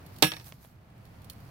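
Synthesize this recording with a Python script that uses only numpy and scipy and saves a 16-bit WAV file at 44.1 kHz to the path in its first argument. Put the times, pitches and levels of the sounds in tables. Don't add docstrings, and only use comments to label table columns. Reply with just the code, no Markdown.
import sys
import numpy as np
from scipy import signal
from scipy.fft import rfft, irfft
from scipy.io import wavfile
from scipy.ndimage import uniform_filter1d

SR = 44100
rng = np.random.default_rng(int(sys.argv[2]) if len(sys.argv) > 2 else 0)


def put_to_file(sound):
    columns = np.atleast_2d(sound).T
    safe = np.clip(columns, -1, 1)
    whole_steps = np.round(safe * 32767)
    wavfile.write(sys.argv[1], SR, whole_steps.astype(np.int16))


N = 66150
T = np.arange(N) / SR
EDGE_HZ = 15950

# frequency in Hz, left-right correlation.
COHERENCE = [(100, 0.96), (280, .92), (600, 0.3), (1200, 0.034), (3000, 0.074), (16000, 0.059)]
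# frequency in Hz, relative density in dB, T60 in seconds.
KNOCK_BANDS = [(40, -37, .03), (150, -14, 0.059), (400, -7, 0.045), (860, -5.5, 0.069), (1400, -10, 0.043),
               (2000, -8, 0.086), (3350, -0.5, 0.012), (5300, -15, 0.033), (8140, -25.5, 0.022),
               (16000, -55, 0.017)]


def amp(db):
    return 10 ** (np.asarray(db) / 20)


def unit(x):
    return x / np.sqrt(np.mean(x ** 2) + 1e-20)


def lookup(rows, hz, column=1):
    columns = np.transpose(rows)
    return np.interp(np.log(hz + 1), np.log(columns[0]), columns[column])


def pan(db):
    return unit(amp([[db / 2], [-db / 2]]))


def add(mix, start_s, sound):
    part = mix[:, round(start_s * SR):][:, :sound.shape[1]]
    part += sound[:, :part.shape[1]]


def noise(colour, size=N, tilt_db_oct=0):
    hz = np.fft.rfftfreq(size, 1 / SR)
    right, independent = np.exp(2j * np.pi * rng.random((2, len(hz))))
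    coherence = lookup(COHERENCE, hz)
    left = coherence * right + np.sqrt(1 - coherence ** 2) * independent
    gain = amp(lookup(colour, hz) + tilt_db_oct * np.log2(hz + 1)) * (hz < EDGE_HZ) * (hz > 0)
    return unit(irfft(np.array([left, right]) * gain, size))


def grain(depth_db, clump_samples):
    flutter = unit(uniform_filter1d(rng.standard_normal(N), clump_samples))
    return unit(amp(depth_db * flutter))


def fade(t60_s, hold_s=0):
    return np.exp(-np.log(1000) * (np.hypot(T, hold_s) - hold_s) / t60_s)


def mode(hz, t60_s, hold_s=0):
    phase_rad = np.arccos(lookup(COHERENCE, hz)) * np.array([[0], [1]])
    return fade(t60_s, hold_s) * np.sin(2 * np.pi * (hz * T + rng.random()) + phase_rad)


def pan_bands(x, source):
    # frequency in Hz, stone pan in dB, chain pan in dB.
    balance = [(300, -1, -2), (909, -1.5, -1), (1900, -6, -5), (2954, -12, -1.5), (4440, -12, -7.5),
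               (8950, -5, -10), (13000, -8.5, -3.5)]
    pan_db = lookup(balance, np.fft.rfftfreq(N, 1 / SR), {"stone": 1, "chain": 2}[source])
    gains = amp(np.outer([.5, -.5], pan_db))
    return irfft(rfft(x) * gains / np.sqrt(np.mean(gains ** 2, 0)), N)


def burst(bands, size=N, tilt_db_oct=0, hold_s=0):
    log_hz = np.log(np.fft.rfftfreq(size, 1 / SR) + 1)
    spectrum = rfft(noise(bands, size, tilt_db_oct))
    centres_hz, _, decays_s = np.transpose(bands)
    shares = [np.interp(log_hz, np.log(centres_hz), row) for row in np.eye(len(bands))]
    return sum(irfft(spectrum * share, size) * fade(t60_s, hold_s)[:size]
               for share, t60_s in zip(shares, decays_s))


def outdoors():
    # time in seconds, then rumble, wash and hiss levels in dB.
    levels = [(0, -52.5, -54.5, -67), (.2, -47, -56, -61), (.35, -52, -59, -56), (.56, -53.5, -63.5, -68),
              (.8, -54.5, -63, -77), (0.921, -55.5, -60, -76.5), (1.102, -50, -58.5, -69.5),
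              (1.28, -49.5, -56.5, -70), (1.5, -50, -57, -64.5)]
    # frequency in Hz, relative density in dB.
    rumble_colour = [(10, -17.5), (35, -15), (70, -3.5), (115, 1), (170, -5.5), (240, -12), (400, -44.5),
                     (1000, -72.5)]
    wash_colour = [(100, -16.5), (280, 4), (430, -2), (650, 0.5), (1200, -5), (2500, -11), (5000, -24.5),
                   (9000, -29)]
    hiss_colour = [(1500, -22), (4500, 3.5), (7500, -7.5), (10000, -4), (13000, -1), (16000, -3)]
    times_s, *curves_db = np.transpose(levels)
    low, mid, high = (amp(np.interp(T, times_s, db)) for db in curves_db)
    rumble = low * noise(rumble_colour) * grain(depth_db=1, clump_samples=1500)
    hiss = high * noise(hiss_colour) * grain(depth_db=2, clump_samples=90)
    wash = mid * noise(wash_colour)
    return (rumble + wash + hiss) * pan(db=-1.36)


def grass():
    # centre in seconds, spread in seconds, level in dB.
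    showers = [(0.474, 0.019, -52), (.52, 0.04, -63.5), (0.638, 0.018, -57), (.68, .04, -69)]
    # frequency in Hz, relative density in dB.
    rustle_colour = [(200, -1.5), (700, 5), (1500, 3.5), (3000, -2), (5500, -1), (9000, -2.5), (13000, 6.5),
                     (16000, 0.5)]
    level = sum(amp(db) * np.exp(-.5 * ((T - centre_s) / spread_s) ** 2)
                for centre_s, spread_s, db in showers)
    return level * noise(rustle_colour) * grain(depth_db=3.5, clump_samples=70) * pan(db=-4.5)


def grit():
    # start in seconds, level in dB, pan in dB.
    ticks = [(0.0642, -48.5, -2), (.162, -53, -4), (0.164, -49, -8), (0.1856, -45, -2.5),
             (0.4427, -50.5, -8), (.715, -65, -3.5), (.902, -65, -4), (.98, -64, -5), (1.053, -55.5, -6.5),
             (1.064, -61, -11.5), (1.219, -55.5, -3), (1.245, -49.5, -7), (1.2991, -35, -5.5),
             (1.333, -53.5, -9), (1.403, -57, -19)]
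    # frequency in Hz, relative density in dB, T60 in seconds.
    tick_bands = [(306.6, -20.5, .02), (1978, -12, 0.02), (3200, -0.5, 0.031), (4300, -2.5, 0.043),
                  (7000, -8, .03), (10500, 1, 0.017), (16000, 0.5, .025)]
    out = np.zeros((2, N))
    for start_s, db, pan_db in ticks:
        tick = burst(tick_bands, size=4096)
        tail = amp(-14.5) * noise(tick_bands, size=8192) * fade(t60_s=.13)[:8192]
        ring = amp(-10) * mode(hz=4320, t60_s=.045)
        for part in (tick, tail, ring):
            add(out, start_s, amp(db) * pan(pan_db) * part)
    return out


def chips():
    # time in seconds, level in dB, pulse width in seconds.
    landings = [(.5234, -30, 0.000044), (0.6487, -40.5, 0.00013)]
    rebound_gain, rebound_s, ring_tau_s = .12, 54e-6, .0052
    out = np.zeros((2, N))
    for at_s, db, width_s in landings:
        push, rebound = (np.exp(-.5 * ((T - s) / width_s) ** 2) for s in (at_s, at_s + rebound_s))
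        out += amp(db) * (rebound_gain * rebound - push)
        ring = amp(-13) * burst(KNOCK_BANDS) * np.exp(-T / ring_tau_s)
        knock = amp(-19) * mode(hz=646, t60_s=.046)
        add(out, at_s, amp(db) * (ring + knock))
    return out * pan(db=-2)


def steel(hold_s=0, tilt_db_oct=0):
    # frequency in Hz, relative level in dB, T60 in seconds, pan in dB.
    steel_modes = [(145, -24, 0.11, -2), (175.7, -27.5, .15, -3), (312.3, -23.5, .12, -2.5),
                   (485, -30, .11, -6), (577, -27, 0.066, 0), (764, -30, .1, 2), (891, -29.5, .06, -5.5),
                   (942, -30.5, .06, -5.5), (1281, -36, .16, 0.5), (1550, -40, 0.15, 0),
                   (1679, -29.5, .19, -3), (2091, -37.5, .17, -10), (2597, -28.5, .145, -14.5),
                   (2686, -35, 0.14, -12.5), (2778, -33, .14, 2.5), (2843, -24.5, .05, -5),
                   (3530, -28, .08, -1.5), (3600, -30.5, 0.1, -1.5), (3725, -34.5, .14, -10.5),
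                   (4290, -28, 0.088, -12), (5570, -32.5, 0.32, -11), (8261, -39, .11, -14),
                   (8297, -36, .13, -14), (10880, -36, 0.078, -8)]
    lowest_hz, swell_cycles = steel_modes[0][0], .67
    out = np.zeros((2, N))
    for hz, db, t60_s, pan_db in steel_modes:
        gain = amp(db + tilt_db_oct * np.log2(hz / lowest_hz)) * pan(pan_db)
        swell = 1 - np.exp(-T * hz / swell_cycles)
        out += gain * swell * mode(hz, t60_s, hold_s)
    return out


def links():
    # start in seconds, level in dB, pan in dB, tilt in dB per octave, ring in Hz.
    clinks = [(0.3181, -28, 0.5, 2, 3270), (0.3366, -36, -7, 3.5, 4450), (0.3666, -37.5, -2.5, 1, 1116),
              (0.3981, -44.5, -6, 3.5, 4900), (.4105, -53, -2, 8, 1230)]
    # frequency in Hz, relative level in dB, T60 in seconds.
    link_modes = [(674, -21, .1), (919, -13.5, 0.084), (1247, -10.5, 0.051), (1830, -11, 0.064),
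                  (2200, -12.5, .05)]
    out = np.zeros((2, N))
    tool_ring = amp(9) * steel()
    for start_s, db, pan_db, tilt_db_oct, ring_hz in clinks:
        knock = burst(KNOCK_BANDS, tilt_db_oct=tilt_db_oct)
        knock += amp(-5) * mode(ring_hz, t60_s=.03)
        knock += sum(amp(mode_db) * mode(hz, t60_s) for hz, mode_db, t60_s in link_modes)
        add(out, start_s, amp(db) * (pan(pan_db) * knock + tool_ring))
    return out


def cutter():
    # frequency in Hz, relative density in dB, T60 in seconds.
    shiver_bands = [(30, -30.5, 0.11), (130, -6, 0.2), (260, -2, 0.062), (905, -3, 0.08), (1420, -11, 0.25),
                    (2060, -2.5, 0.18), (3280, 2, 0.17), (4650, -7.5, .16), (6900, -10.5, 0.11),
                    (9200, -7, 0.18), (11500, -8, 0.22), (16000, -14, .18)]
    release_s, rise_s, chatter_s = .2265, .001, .022
    jolt_s, jolt_width_s = .2405, .0016
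    shiver = burst(shiver_bands, hold_s=chatter_s) * grain(depth_db=3, clump_samples=60)
    shiver *= np.minimum(T / rise_s, 1)
    ring = steel(hold_s=chatter_s, tilt_db_oct=-.08)
    out = np.zeros((2, N))
    add(out, release_s, amp(-22) * pan_bands(shiver, "chain") + amp(1) * ring)
    u = (T - jolt_s) / jolt_width_s
    jolt = (u ** 2 - 1) * np.exp(-u ** 2 / 2)
    return out + amp(-26) * jolt


def fracture():
    # start in seconds, level in dB.
    steps = [(0.2236, -13.5), (0.2246, -10.5), (0.2262, -10.5)]
    # frequency in Hz, relative density in dB, T60 in seconds.
    snap_bands = [(40.4, -37, .02), (150, -17.5, 0.022), (353, 0, 0.039), (970, -3.5, 0.081),
                  (1500, -15, 0.09), (2300, -7, 0.052), (3130, -4.5, 0.06), (5230, -1, .022),
                  (7910, -10.5, 0.007), (11700, -6, 0.015), (16000, -11.5, .018)]
    low_cut_hz = 212
    snaps = np.zeros((2, N))
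    for start_s, db in steps:
        add(snaps, start_s, amp(db) * burst(snap_bands, size=16384))
    gritty = snaps * grain(depth_db=2, clump_samples=8)
    highpass = signal.butter(2, low_cut_hz, "high", fs=SR, output="sos")
    return pan_bands(signal.sosfilt(highpass, gritty), "stone")


def scene():
    return fracture() + cutter() + links() + chips() + grit() + grass() + outdoors()


def record(dry):
    ceiling = .95
    clipped = dry / (1 + (dry / ceiling) ** 6) ** (1 / 6)
    lowpass = signal.firwin(255, EDGE_HZ, window=("kaiser", 9), fs=SR)
    return signal.oaconvolve(clipped, lowpass[None], "same")


dry = scene()
out = record(dry)
put_to_file(out)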